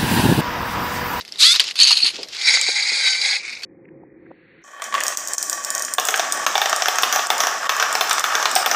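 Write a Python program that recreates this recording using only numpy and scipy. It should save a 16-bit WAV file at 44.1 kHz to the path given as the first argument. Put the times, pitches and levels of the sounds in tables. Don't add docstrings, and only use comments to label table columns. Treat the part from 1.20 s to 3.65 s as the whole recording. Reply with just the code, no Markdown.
import sys
import numpy as np
from scipy import signal
from scipy.fft import rfft, irfft
from scipy.io import wavfile
from scipy.ndimage import uniform_filter1d

SR = 44100
rng = np.random.default_rng(int(sys.argv[2]) if len(sys.argv) > 2 else 0)


def unload_wav(signal):
    wavfile.write(
        sys.argv[1],
        SR,
        np.round(np.clip(np.atleast_2d(signal).T, -1, 1) * 32767).astype(np.int16),
    )


def ratio_of_db(decibels):
    return 10 ** (np.asarray(decibels, float) / 20)


N = 108045


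def level(x):
    return x / np.sqrt(np.mean(x ** 2) + 1e-20)


def peak_one(x):
    return x / np.abs(x).max()


def decay(t, t60_s):
    return np.exp(-np.log(1000) * t / t60_s)


def walk(rate_hz):
    hold = max(int(SR / rate_hz), 2)
    steps = np.repeat(rng.standard_normal(N // hold + 1), hold)
    return 2 * np.tanh(uniform_filter1d(steps, hold)[:N] / 1.5)


def band(x, hz, width_hz):
    b, a = signal.iirpeak(hz, hz / max(width_hz, 20), fs=SR)
    return signal.lfilter(b, a, x)


def body(x, peaks, own_db=0):
    total = 0
    for k, (hz, width_hz, db) in enumerate(peaks):
        wide = 1.16 * width_hz
        ring = band(band(x, hz, wide), hz, wide)
        throb_db = own_db * walk(110) if own_db else 0
        total = total + (-1) ** k * ratio_of_db(db + throb_db) * ring
    return total


def motor(rows, orders, peaks, wander, flutter_db, tick_db, chatter_db, chatter_rate):
    t = np.arange(N) / SR
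    start_s, mesh_hz, level_db, rough, bright_db = np.array(rows, float).T
    rough = np.clip(np.interp(t, start_s, rough), 0, 1)
    bright_db = np.interp(t, start_s, bright_db)
    speed_hz = np.interp(t, start_s, mesh_hz) * (1 + wander * walk(60))
    turn = 2 * np.pi * np.cumsum(speed_hz) / SR

    whine = 0
    for k, order_db in orders:
        tilt_db = bright_db * (k - 5.5) * (abs(k - 6) < 2)
        tone_db = order_db + tilt_db + min(flutter_db, 5) * walk(chatter_rate / 2)
        whine = whine + ratio_of_db(tone_db) * np.sin(k * turn + 2 * np.pi * rng.random())

    ticks = rng.standard_normal(N) * ratio_of_db(tick_db * np.minimum(rng.exponential(size=N), 6))
    backlash = level(body(ticks, peaks, own_db=chatter_db))
    backlash = backlash * ratio_of_db(chatter_db * walk(chatter_rate) / 2)

    mix = np.sqrt(1 - rough) * level(whine) + np.sqrt(rough) * backlash
    mix = level(mix * ratio_of_db(chatter_db * walk(21.77) / 2))
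    running = (t > start_s[0]) & (t < start_s[-1])
    on = uniform_filter1d(1. * running, 200)
    return mix * ratio_of_db(np.interp(t, start_s, level_db)) * on


def hits(rows, peaks, t60_s, crack_db, tail_db, rise_s):
    length = 9000
    out, t = np.zeros(N + length), np.arange(length) / SR
    rise = np.minimum(1, (t + 1 / SR) / max(rise_s, 1 / SR))
    crack_t60_s, tail_t60_s, body_ring_db = 0.0041, 0.066, -1
    for start_s, peak_db, ring_hz in rows:
        noise = rng.standard_normal(length)
        noise[:2] = 4, -4
        noise = noise * rise
        push = noise * (decay(t, crack_t60_s) + ratio_of_db(tail_db) * decay(t, tail_t60_s))
        ring = band(noise * decay(t, max(t60_s / 3, .002)), ring_hz, 8.1 / max(t60_s, .005))
        housing = body(push, peaks)
        crack = np.diff(push, prepend=0)
        one = peak_one(ring) + ratio_of_db(body_ring_db) * peak_one(housing) + ratio_of_db(crack_db) * peak_one(crack)
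        i = int(start_s * SR)
        out[i:i + length] += ratio_of_db(peak_db) * peak_one(one)
    return out[:N]


# pitch_hz [Hz], level_db [dB per Hz]
ROOM_COLOUR = [(18, -44), (30, -4.5), (417, 10.5), (1740, -0.5), (2130, 9.5), (2670, -39), (4750, -13.5),
               (7450, -16.5), (12000, -3), (15600, -52), (22000, -120)]


def room():
    hz = np.maximum(np.fft.rfftfreq(N, 1 / SR), 1)
    point_hz, point_db = np.array(ROOM_COLOUR).T
    shape = ratio_of_db(np.interp(np.log(hz), np.log(point_hz), point_db))
    hiss = level(irfft(rfft(rng.standard_normal(N)) * shape, N))
    return hiss * ratio_of_db(-52 + 0.5 * walk(12.0))


# time_s [s], level_db [dB]
SLIDING = [(0, -26.5), (0.029, -51.5), (.4, -30), (.45, -26), (.52, -35.5), (.535, -48.5), (.9, -37.5),
           (0.988, -30.5), (1.06, -44), (1.131, -34.5), (1.199, -28), (1.3, -52), (2.405, -64),
           (2.435, -34)]
# pitch_hz [Hz], width_hz [Hz], level_db [dB]
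CUBE_BODY = [(490, 1200, -33.5), (1490, 1850, -18), (2800, 1670, -9.5), (4595, 2180, -5.5),
             (7340, 3000, -29.5)]


def rustle():
    grains = rng.standard_normal(N) * ratio_of_db(3 * rng.exponential(size=N)) * ratio_of_db(3 * walk(70))
    time_s, level_db = np.array(SLIDING).T
    return level(body(grains, CUBE_BODY)) * ratio_of_db(np.interp(np.arange(N) / SR, time_s, level_db))


# start_s [s], peak_db [dB], ring_hz [Hz]
CLICK_HITS = [(0.0098, -17.5, 3800), (0.0503, -26, 4700), (0.0792, -22.5, 5300), (0.0893, -30, 4550),
              (0.1163, -40, 4700), (0.1223, -15.5, 5430), (0.139, -26, 3200), (0.158, -23, 3800),
              (0.1736, -27.5, 5140), (0.184, -25, 3960), (0.3396, -12, 4500), (0.343, -8.5, 4600),
              (0.3511, -6, 3760), (0.3596, -6, 3840), (0.362, -10.5, 5000), (0.366, -18, 1860),
              (0.3967, 3, 3082), (0.4018, -2, 4600), (0.4408, -14.5, 4230), (0.4873, -15, 2820),
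              (0.5106, -12, 2800), (0.5412, -32, 4870), (0.556, -16, 4430), (0.5668, -40.5, 4350),
              (0.5703, -26, 4430), (1.0309, -15, 5080), (1.074, -31, 4170), (1.0859, -23, 5430),
              (1.1487, -19.5, 4710), (1.4135, -1.5, 7570), (2.4218, -28, 4340), (2.4336, -18, 4370)]


def clicks():
    return hits(CLICK_HITS, CUBE_BODY, t60_s=0.029, crack_db=-11.5, tail_db=-1, rise_s=0)


# start_s [s], mesh_hz [Hz], level_db [dB], roughness [0-1], bright_db [dB per multiple]
ARM_RUN = [(.185, 439.5, -30, 1.1, 3), (.203, 459.7, -14, 1.1, 4.5), (.232, 560, -10, 0.68, 7.5),
           (.25, 628, -9.5, 0.36, 5.5), (.268, 673.6, -8, 0.34, -1), (.29, 684.4, -10, 0.26, 1),
           (.31, 701.7, -9, 0.37, -1), (.332, 738.6, -10, 0.35, -4.5), (.345, 734, -30, 0.99, -6.5)]
# multiple [of the mesh rate], level_db [dB]
ARM_WHINE = [(1, -44), (2, -18), (3, -12), (4, -17), (5, 2), (6, -5), (7, 0.5), (8, -11.5), (9, -15),
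             (10, -26.5), (11, -15.5), (12, -35)]
# pitch_hz [Hz], width_hz [Hz], level_db [dB]
ARM_HOUSING = [(1440, 550, -19.5), (2412, 600, -13.5), (3630, 850, -5), (4370, 1127, -4), (6200, 2250, -15),
               (7990, 1290, -14.5), (10500, 2600, -19)]


def arm_motor():
    return motor(ARM_RUN, ARM_WHINE, ARM_HOUSING, wander=0.00198, flutter_db=1.5,
                 tick_db=1.2, chatter_db=1.0, chatter_rate=150)


# start_s [s], peak_db [dB], ring_hz [Hz]
JOLT_HITS = [(.230, -2.5, 3748), (.589, -4.5, 4500), (.600, -1.5, 4150), (.605, -7, 3870), (.614, -1, 4570),
             (.631, -1, 6470), (.641, -6.5, 4500), (.649, -3.5, 4600), (.665, -10.5, 4270),
             (.6706, -3.5, 4500), (.673, -5, 6400), (.679, -3, 4540), (.687, -12, 6340),
             (.6945, -7.5, 5170), (.7005, -20, 4250), (.7065, -2.5, 4600), (.710, -3.5, 2800),
             (.7155, -2.5, 4330), (.727, -3.5, 4500), (.753, -10.5, 3000), (.7705, -6.5, 3860),
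             (.776, -5.5, 4220), (.788, -13.5, 4160), (.801, -13, 2500), (.8195, -13, 4430),
             (.8447, -4.5, 4600), (.87, -7, 3780), (.902, -19.5, 2470), (1.213, -15.5, 3700),
             (1.275, -9, 4500), (1.685, -11.5, 4500), (1.9485, -15.5, 2340), (2.014, -10, 4570),
             (2.111, -9.5, 4290), (2.278, -22.5, 2260), (2.326, -22.5, 2240), (2.405, -37, 2360)]
# pitch_hz [Hz], width_hz [Hz], level_db [dB]
TWIST_HOUSING = [(1140, 1000, -23.5), (2820, 1071, -5.5), (4430, 840, 2), (3930, 1400, -11),
                 (6470, 550, -10.5), (8500, 2100, -21), (10140, 1800, -19.5)]


def jolts():
    return hits(JOLT_HITS, TWIST_HOUSING, t60_s=0.035, crack_db=-36.5, tail_db=-11, rise_s=0.0019)


# start_s [s], mesh_hz [Hz], level_db [dB], roughness [0-1],
# bright_db [dB per multiple]
TWIST_RUN = [(.555, 473.3, -31, 0.87, 7.5), (.592, 530, -17, 0.77, 1.5), (.625, 635.7, -13.5, 0.64, 1),
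             (.655, 658, -15, 0.85, 8), (.665, 640, -18.5, 0.9, 3), (.74, 625.5, -20, 1.23, 8),
             (.81, 625, -24.5, 1.06, 9), (.88, 630, -18.5, 0.77, 5), (.915, 620, -34.5, 0.7, 0)]


def twist_motor():
    return motor(TWIST_RUN, ARM_WHINE[2:8], TWIST_HOUSING, wander=0.0072, flutter_db=4,
                 tick_db=2.5, chatter_db=3.5, chatter_rate=170)


# start_s [s], length_s [s], peak_db [dB], pitch_hz [Hz]
SLIPS = [(0.618, .013, -4, 4465), (0.653, 0.0069, -15, 4600), (.715, .006, -9.5, 4310),
         (0.723, 0.0094, -6, 4370), (0.769, 0.0061, -9.5, 4320), (0.777, .008, -14, 4250),
         (0.824, 0.012, -12, 4370), (0.832, 0.00647, -12.5, 4350), (2.435, 0.0141, -22.5, 4480)]


def squeals():
    out, flutter = np.zeros(N + 2000), ratio_of_db(2.5 * walk(400))
    rise_hz_per_s = 6000
    for start_s, length_s, peak_db, pitch_hz in SLIPS:
        t = np.arange(int(length_s * SR)) / SR
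        swell = np.sin(np.pi * t / length_s) ** 0.67
        hz = pitch_hz + rise_hz_per_s * (t - length_s) / 2
        i = int(start_s * SR)
        out[i:i + len(t)] += ratio_of_db(peak_db) * swell * np.sin(2 * np.pi * hz * t)
    return out[:N] * flutter


# start_s [s], peak_db [dB], pitch_hz [Hz], t60_s [s], width [share of pitch]
KNOCKS = [(.706, -20, 1013, 0.065, 0.6), (.832, -27.5, 284, 0.112, 1.25), (0.935, -36.5, 289.6, 0.4, 1.4),
          (.985, -28, 467, 0.29, 0.83), (1.373, -11.5, 1290, 0.0073, 2.8), (1.486, -21, 508, 0.035, 0.89),
          (1.717, -33.5, 364, 0.079, .8)]


def thuds():
    length = 9000
    out, t = np.zeros(N + length), np.arange(length) / SR
    for start_s, peak_db, pitch_hz, t60_s, share in KNOCKS:
        push = rng.standard_normal(length) * decay(t, max(t60_s, .005))
        width_hz = share * pitch_hz
        one = band(band(push, pitch_hz, width_hz), pitch_hz, width_hz)
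        i = int(start_s * SR)
        out[i:i + length] += ratio_of_db(peak_db) * peak_one(one)
    return out[:N]


# start_s [s], mesh_hz [Hz], level_db [dB], roughness [0-1], bright_db [dB per multiple]
TABLE_RUN = [(1.13, 741, -47, 0.8, 5.5), (1.21, 771.4, -27.5, 0.97, 7), (1.28, 779.5, -14.5, 0.8, 5),
             (1.4, 777.7, -17, 0.75, 3.5), (1.53, 791.1, -19.5, 0.82, 2), (1.7, 829.4, -20, 0.95, -9),
             (1.8, 802.2, -19.5, .75, -0.5), (1.87, 769, -16.5, 0.56, 0), (1.97, 762, -19.5, 0.59, 3),
             (2.04, 807, -19.5, 0.98, -4), (2.165, 844, -19, 0.8, -2), (2.22, 796.7, -43.5, 0.95, -2)]
# multiple [of the mesh rate], level_db [dB]
TABLE_WHINE = [(1, -32), (2, -8.5), (3, -2.5), (4, -13), (5, 0.5), (6, -1.5), (7, -7.5), (8, -16)]
# pitch_hz [Hz], width_hz [Hz], level_db [dB]
TABLE_HOUSING = [(530, 82, -17.5), (819, 113, -13.5), (1160, 400, -20.5), (1487, 290, -15.5),
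                 (2173, 347, 4), (3440, 540, -10.5), (3960, 390, 0), (4600, 480, 1), (5242, 650, -7),
                 (6610, 670, -6), (8090, 1384, -16), (9950, 1310, -22.5)]


def table_motor():
    return motor(TABLE_RUN, TABLE_WHINE, TABLE_HOUSING, wander=0.0105, flutter_db=6.0,
                 tick_db=2.0, chatter_db=2.5, chatter_rate=140)


# start_s [s], mesh_hz [Hz], level_db [dB], roughness [0-1], bright_db [dB per multiple]
COAST_RUN = [(2.19, 760, -35.5, 1.23, 0), (2.24, 748, -33, 0.94, 0), (2.29, 749, -25.5, 1, 0),
             (2.43, 720, -39, 0.99, 0)]
# pitch_hz [Hz], width_hz [Hz], level_db [dB]
COAST_HOUSING = [(1493, 1700, -22.5), (2300, 385, 3), (3663, 447, -11), (4500, 1100, -7.5),
                 (6100, 2500, -18), (8900, 2200, -30)]


def coasting_gears():
    return motor(COAST_RUN, TABLE_WHINE[:3], COAST_HOUSING, wander=0.026, flutter_db=7.5,
                 tick_db=3.5, chatter_db=3, chatter_rate=180)


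def scene():
    background = room() + rustle()
    motors = arm_motor() + twist_motor() + table_motor() + coasting_gears()
    impacts = clicks() + jolts() + thuds()
    mono = background + motors + impacts + squeals()
    return np.array([mono, mono])


def drop_weak_bands(x):
    mask_db, bass_extra_db, bass_bins = -37.5, 6.5, 33
    _, _, z = signal.stft(x, nperseg=2048, noverlap=1024)
    bins = z.shape[1]
    edges = np.unique(np.geomspace(4, bins, 90).astype(int))
    which = np.searchsorted(edges, np.arange(bins) + 1)
    power = np.array([np.mean(np.abs(z[0, which == k]) ** 2, axis=0) for k in range(which.max() + 1)])
    nearby = uniform_filter1d(power, size=5, axis=0)
    limit_db = mask_db + bass_extra_db * np.clip((bass_bins - edges) / 4, 0, 1)
    limit = power.max(axis=0) * ratio_of_db(2 * limit_db)[:len(power), None]
    keep = np.minimum(power, nearby) > limit
    return signal.istft(z * keep[which], nperseg=2048, noverlap=1024)[1][:, :N]


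def roll_off(x):
    return signal.sosfilt(signal.butter(12, 15570, fs=SR, output="sos"), x)


def record(dry):
    low_pass = signal.butter(3, 12060, fs=SR, output="sos")
    soft = signal.sosfilt(low_pass, dry)
    clipped = np.clip(drop_weak_bands(soft), -1, 1)
    return roll_off(clipped)


dry = scene()
out = record(dry)
unload_wav(out)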